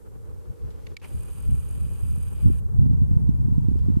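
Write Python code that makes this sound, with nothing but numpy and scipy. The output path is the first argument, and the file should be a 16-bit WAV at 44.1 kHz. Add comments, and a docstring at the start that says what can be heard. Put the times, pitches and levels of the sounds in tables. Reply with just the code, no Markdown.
"""Outdoors, gusts rumble on a camera's microphone over a faint distant drone, soft rustle and hiss.
Fingers scuff the camera, the zoom lever clicks and rings the plastic casing, and the background dips
briefly. The lens motor rasps into life and whirrs for a second and a half: buzzing gears, a gritty
sliding barrel and a ticking drive. The wind picks up and thumps the microphone, over a faint far hum."""
import sys
import numpy as np
from scipy import signal
from scipy.fft import rfft, irfft
from scipy.io import wavfile
from scipy.ndimage import uniform_filter1d

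SR = 44100
rng = np.random.default_rng(int(sys.argv[2]) if len(sys.argv) > 2 else 0)


def unload_audio(sound):
    """Save the sound as a 16-bit wav file, at the path given as the first command line argument."""
    columns = np.transpose(np.atleast_2d(sound))
    # keep every value between -1 and 1, then stretch to whole-number steps
    steps = np.round(np.clip(columns, -1, 1) * 32767)
    wavfile.write(sys.argv[1], SR, steps.astype(np.int16))


N = 176400
T = np.arange(N) / SR
HZ = np.fft.rfftfreq(N, 1 / SR)

# The ride of the gusts. Each row: time in seconds, level in dB.
GUST_LEVEL = [(0.0, -44.5), (0.31, -34.5), (0.46, -43), (0.5, -26.5), (0.57, -48.5), (0.65, -25),
              (0.7, -37), (1.11, -38.5), (1.15, -22), (1.26, -37), (1.45, -28), (1.5, -18.5), (1.64, -29.5),
              (1.85, -24.5), (1.99, -31.5), (2.04, -24), (2.41, -28.5), (2.46, -11.5), (2.53, -23.5),
              (2.7, -25), (2.81, -14), (3.07, -20), (3.99, -19.5)]
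# Rumble colour in light and in strong wind. Each row: frequency in Hz, relative level in dB.
LIGHT_RUMBLE = [(28, -6), (65, 9.5), (120, 0), (170, -10), (250, -19.5), (400, -43), (900, -68)]
STRONG_RUMBLE = [(30, -17), (65, -0.5), (115, 2.5), (170, -6), (300, -22.5), (430, -40), (700, -70),
                 (3000, -105)]
# Hard thumps of wind. Each row: centre in seconds, peak in dB, width in seconds.
BUFFETS = [(1.496, -14, .0021), (1.827, -21, 0.0022), (1.868, -21.5, 0.0017), (2.035, -13.5, 0.0025),
           (2.179, -17, 0.0018), (2.461, -15, 0.0024), (2.484, -9.5, .0016), (2.502, -10.5, .0011),
           (2.791, -5, 0.0021), (2.839, -11.5, 0.0016), (2.861, -11.5, .0016), (2.914, -12.5, 0.0014),
           (3.021, -7, 0.0018), (3.115, -9, 0.0017), (3.171, -3.5, 0.0023), (3.241, -13.5, 0.0018),
           (3.293, -3.5, .0015), (3.403, -12.5, 0.0019), (3.485, -11, 0.0014), (3.527, -9, 0.0017),
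           (3.583, -4.5, .0016), (3.687, -7.5, 0.0013), (3.716, -12, 0.0013), (3.758, -17, 0.001),
           (3.887, -9, 0.0012), (3.903, -9, 0.0014), (3.972, -6.5, 0.0014)]

# Colours of the background beds. Each row: frequency in Hz, density in dB per Hz before any fader.
AIR_COLOUR = [(100, -82.5), (400, -77), (620, -85), (1000, -92.5), (1400, -96.5), (2000, -108),
              (5000, -120)]
DRONE_COLOUR = [(320, -105), (390, -90), (432, -75.5), (488, -76.5), (550, -89.5), (680, -110)]
RUSTLE_COLOUR = [(600, -115), (1800, -106), (5000, -111), (12000, -122)]
HISS_COLOUR = [(5000, -112), (8000, -107.5), (12500, -107.5), (15000, -112)]
# Stereo image of the air. Each row: frequency in Hz, left-right correlation from -1 to 1.
AIR_IMAGE = [(300, -0.67), (1000, -0.49), (2500, -0.29)]

# Fingers on the casing. Each row: start in seconds, gain in dB.
SCUFFS = [(.706, 3), (.998, -3), (3.292, 0), (3.789, 0)]
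# Lever clicks. Each row: start in seconds, level in dB, pitch ratio, tilt in dB per octave.
CLICKS = [(.8675, -43.5, .91, 3), (.9670, -35.5, 1, -.5)]
# Resonances of the casing. Each row: frequency in Hz, bandwidth in Hz, relative level in dB.
CASING_MODES = [(2270, 300, 0), (3100, 350, -12), (4000, 450, -13), (4870, 280, -14.5), (7000, 700, -22)]
# Colours of the camera's noises. Each row: frequency in Hz, density in dB per Hz before any fader.
SCUFF_COLOUR = [(3500, -95), (9000, -106)]
RASP_COLOUR = [(300, -74.5), (700, -80), (1700, -86), (2600, -80), (3500, -95.5), (12000, -106)]
GEAR_LEFT = [(1200, -92.5), (2000, -104), (2450, -97.5), (3000, -94.5), (3500, -102.5), (4550, -109),
             (4870, -94), (5300, -122)]
GEAR_RIGHT = [(1200, -90.5), (2200, -104), (2460, -89), (2700, -100), (3000, -96.5), (3500, -105),
              (4500, -107), (5300, -122)]
BARREL_LEFT = [(5300, -125), (6200, -107), (7800, -104), (8700, -99.5), (9800, -106), (14000, -105),
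               (14600, -125)]
BARREL_RIGHT = [(5300, -122), (6200, -104), (7700, -99), (8950, -87), (9450, -93), (9950, -91),
                (11100, -100.5), (12600, -100.5), (14100, -104), (14600, -125)]

# Faders for the rustle, the motor's rasp and the barrel's rub. Each row: time in seconds, gain in dB.
RUSTLE_FADER = [(0, -11), (.5, -3.5), (.9, 4), (2.6, -22), (3.8, 0.5)]
RASP_FADER = [(1.016, -8), (1.038, -3.5), (1.049, 1.5), (1.08, -21)]
BARREL_FADER = [(1.36, 1), (2.06, 1.5), (2.4, -1)]

ZOOM_ON_S, ZOOM_OFF_S = 1.016, 2.603
CYCLE_HZ, FIRST_TICK_S = 19.99, 1.0575  # the rhythm of the lens drive


def amp(db):
    """Decibels to gain."""
    return 10 ** (np.asarray(db) / 20)


def unit(x):
    """Scales to rms 1."""
    return x / np.sqrt(np.mean(x ** 2) + 1e-20)


def curve(points):
    """An automation line through (time, value) points."""
    return np.interp(T, *np.transpose(points))


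def spectrum(points):
    """An EQ-style curve through (frequency, value) points on a log-frequency axis."""
    hz, value = np.transpose(points)
    return np.interp(np.log(HZ + 1), np.log(hz), value)


def colour(noise, points):
    """Gives white noise the table's density, rolling off past its ends."""
    low_cut = HZ ** 2 / (HZ ** 2 + (points[0][0] / 2) ** 2)
    high_cut = 1 / (1 + (HZ / points[-1][0] / 1.2) ** 8)
    return irfft(rfft(noise) * amp(spectrum(points)) * low_cut * high_cut, N) * np.sqrt(SR / 2)


def stereo_noise(correlation):
    """White noise whose left-right correlation is one number or a curve over frequency."""
    left, other = rfft(rng.standard_normal((2, N)))
    right = correlation * left + np.sqrt(1 - correlation ** 2) * other
    return irfft(np.array([left, right]), N)


def wander(rate_hz):
    """Random modulation of rms 1, moving at up to about the given rate."""
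    return unit(irfft(rfft(rng.standard_normal(N)) / (1 + (HZ / rate_hz) ** 4), N))


def eddies(level_db):
    """Turbulent rumble that brightens as the wind strengthens; the bright part comes in lumps."""
    calm_db, strong_db = -25.5, -9
    strength = np.clip((level_db - calm_db) / (strong_db - calm_db), 0, 1)
    dark = unit(colour(rng.standard_normal(N), LIGHT_RUMBLE))
    bright = unit(colour(rng.standard_normal(N), STRONG_RUMBLE)) * amp(2 * wander(rate_hz=26))
    rumble = np.sqrt(1 - strength) * dark + np.sqrt(strength) * bright
    power = uniform_filter1d(uniform_filter1d(rumble ** 2, size=1500), size=1500)
    levelled = rumble / np.sqrt(power)
    return levelled * amp(level_db + 2 * wander(rate_hz=25.3))


def gusts():
    """Wind on the microphone pushes the two channels mostly in opposite directions."""
    level_db = curve(GUST_LEVEL)
    side = eddies(level_db)
    mid = amp(-13) * eddies(level_db)
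    return np.array([mid + side, mid - side])


def distant_air():
    """A wide, dull wash with a fluttering level."""
    return colour(stereo_noise(spectrum(AIR_IMAGE)), AIR_COLOUR) * amp(2.3 * wander(rate_hz=24))


def distant_drone():
    """A narrow band of low-mid noise that sinks about a second in."""
    fader_db = np.interp(T, [.93, 1.02, 4], [0, -6, -9])
    return colour(stereo_noise(.37), DRONE_COLOUR) * amp(fader_db)


def rustle():
    """Soft, finely grained treble that swells and recedes."""
    fader_db = curve(RUSTLE_FADER) + .5 * wander(rate_hz=120)
    return colour(stereo_noise(.4), RUSTLE_COLOUR) * amp(fader_db)


def self_noise(whine_hz=12767, whine_db=-97):
    """The microphone's steady hiss and the camera's thin whine."""
    whine = amp(whine_db) * np.sin(2 * np.pi * whine_hz * T)
    return colour(stereo_noise(0), HISS_COLOUR) + whine


def finger_scuffs(t60_s=.067):
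    """Fingers shift on the casing: faint, dry, broad ticks."""
    touch = sum((T > start) * amp(db - 60 * np.maximum(T - start, 0) / t60_s) for start, db in SCUFFS)
    return colour(stereo_noise(0), SCUFF_COLOUR) * touch


def lever_clicks(attack_s=.0007, hold_s=.0032, t60_s=.014, ring_share=.35):
    """The lever scrapes home for a few milliseconds and rings the plastic casing, which dies at once."""
    out = np.zeros((2, N))
    for start, db, pitch, tilt_db in CLICKS:
        age = np.maximum(T - start, 0)
        envelope = np.minimum(age / attack_s, 1) * amp(db - 60 * np.maximum(age - hold_s, 0) / t60_s)
        modes = [(hz * pitch, width, amp(level + tilt_db * np.log2(hz)))
                 for hz, width, level in CASING_MODES]
        body_power = sum(abs(gain * width * HZ / (hz ** 2 - HZ ** 2 + 1j * width * HZ)) ** 2
                         for hz, width, gain in modes)
        scrape = unit(irfft(rfft(stereo_noise(0)) * np.sqrt(body_power), N))
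        ring = unit(sum(gain * np.sin(2 * np.pi * (hz * T + rng.random())) for hz, _, gain in modes))
        out += (np.sqrt(ring_share) * ring + np.sqrt(1 - ring_share) * scrape) * envelope
    return out


def brief_dip(from_s=.947, depth_db=-9.5):
    """A gain that ducks around the second click and comes back as the motor starts."""
    ducked = (T > from_s) & (T < ZOOM_ON_S)
    return uniform_filter1d(amp(depth_db * ducked), size=60)


def motor_rasp():
    """The gears rasp as they take up their slack."""
    starting = (T > ZOOM_ON_S) & (T < RASP_FADER[-1][0])
    return colour(stereo_noise(.46), RASP_COLOUR) * amp(curve(RASP_FADER)) * starting


def gear_buzz(teeth, throb):
    """Midrange gear noise pulsing with the teeth, coloured differently on each side."""
    left, right = stereo_noise(.13) * (1 + .21 * teeth + .16 * throb) * amp(wander(rate_hz=25))
    return np.array([colour(left, GEAR_LEFT), colour(right, GEAR_RIGHT)])


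def barrel_slide(teeth, throb, peak_specks_per_s=17):
    """The lens barrel rubs with a bright hiss and catches on more grit towards the end of its travel."""
    rub = stereo_noise(.47) * (1 + .21 * throb + .17 * teeth)
    rub *= amp(curve(BARREL_FADER) + .8 * wander(rate_hz=17) + 2 * wander(rate_hz=100))
    travel = (T - ZOOM_ON_S) / (ZOOM_OFF_S - ZOOM_ON_S)
    grit = amp(23.5) * rng.standard_normal((2, N))
    catches = rng.random(N) < travel * peak_specks_per_s / SR
    left, right = rub + grit * catches
    return np.array([colour(left, BARREL_LEFT), colour(right, BARREL_RIGHT)])


def drive_ticks(gap_s=.0167, jitter_s=.00015, ring_hz=12550, width_hz=510):
    """The drive knocks twice a cycle, each knock a tiny high ping far to the right."""
    cycles = np.arange(FIRST_TICK_S, ZOOM_OFF_S, 1 / CYCLE_HZ)
    times = (cycles[:, None] + [0, gap_s]).ravel()
    times += jitter_s * rng.standard_normal(len(times))
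    knocks = np.zeros(N)
    knocks[(times * SR).astype(int)] = 1
    knocks *= amp(-41.5 + .5 * rng.standard_normal(N))
    age = T[:SR // 100]
    envelope = (1 - np.exp(-age / .0001)) * np.exp(-np.pi * width_hz * age)
    ping = envelope * np.sin(2 * np.pi * ring_hz * age)
    pan = amp([[-32], [0]])
    return signal.oaconvolve(knocks, ping)[:N] * pan


def zoom_motor(rise_s=.031, fall_s=.0073, throb_lag_s=.0125):
    """One drive moves gears and barrel: six tooth pulses, two throbs and two ticks to a cycle."""
    running = np.clip((T - ZOOM_ON_S) / rise_s, 0, 1) * np.clip((ZOOM_OFF_S - T) / fall_s, 0, 1)
    turn = 2 * np.pi * CYCLE_HZ * (T - FIRST_TICK_S)
    teeth = np.sin(6 * turn)
    throb = -np.cos(2 * (turn - 2 * np.pi * CYCLE_HZ * throb_lag_s))
    return running * (gear_buzz(teeth, throb) + barrel_slide(teeth, throb) + drive_ticks())


def buffets(left_gain=.66, left_lag_s=.00023):
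    """Each thump is a single pressure swing, softer, later and opposite in polarity on the left."""
    out = np.zeros((2, N))
    for centre, db, width in BUFFETS:
        offset = (T - centre - np.array([[left_lag_s], [0]])) / width
        out += amp(db) * (1 - offset ** 2) * np.exp(-offset ** 2 / 2)
    return out * [[left_gain], [-1]]


def far_hum(from_s=2.65, centre_hz=926, width_hz=114, level_db=-66.5):
    """A faint, breathy hum of narrow-band noise that fades in late."""
    band = 1 / (1 + (2 * (HZ - centre_hz) / width_hz) ** 2)
    fade_in = np.clip((T - from_s) / .1, 0, 1)
    return unit(irfft(rfft(stereo_noise(0)) * band, N)) * amp(level_db) * fade_in


def scene(edge_s=.012):
    """Wind and background beds share the dip; the handling and lens noises sit on top."""
    edge_fade = np.sin(np.pi / 2 * np.minimum(np.minimum(T, T[::-1]) / edge_s, 1)) ** 2
    wind = (gusts() + buffets()) * edge_fade
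    beds = distant_air() + distant_drone() + rustle() + far_hum() + self_noise()
    camera = lever_clicks() + finger_scuffs() + motor_rasp() + zoom_motor()
    return (wind + beds) * brief_dip() + camera


def record(dry, notch_hz=682, notch_width_hz=110, cutoff_hz=15100):
    """The microphone scoops a narrow notch in the mids, and the recorder cuts the extreme top."""
    b, a = signal.iirnotch(notch_hz, notch_hz / notch_width_hz, fs=SR)
    notched = .2 * dry + .8 * signal.lfilter(b, a, dry)
    low_pass = signal.firwin(511, cutoff_hz, window=("kaiser", 9), fs=SR)
    return signal.oaconvolve(notched, low_pass[None], "same")


dry = scene()
out = record(dry)
unload_audio(out)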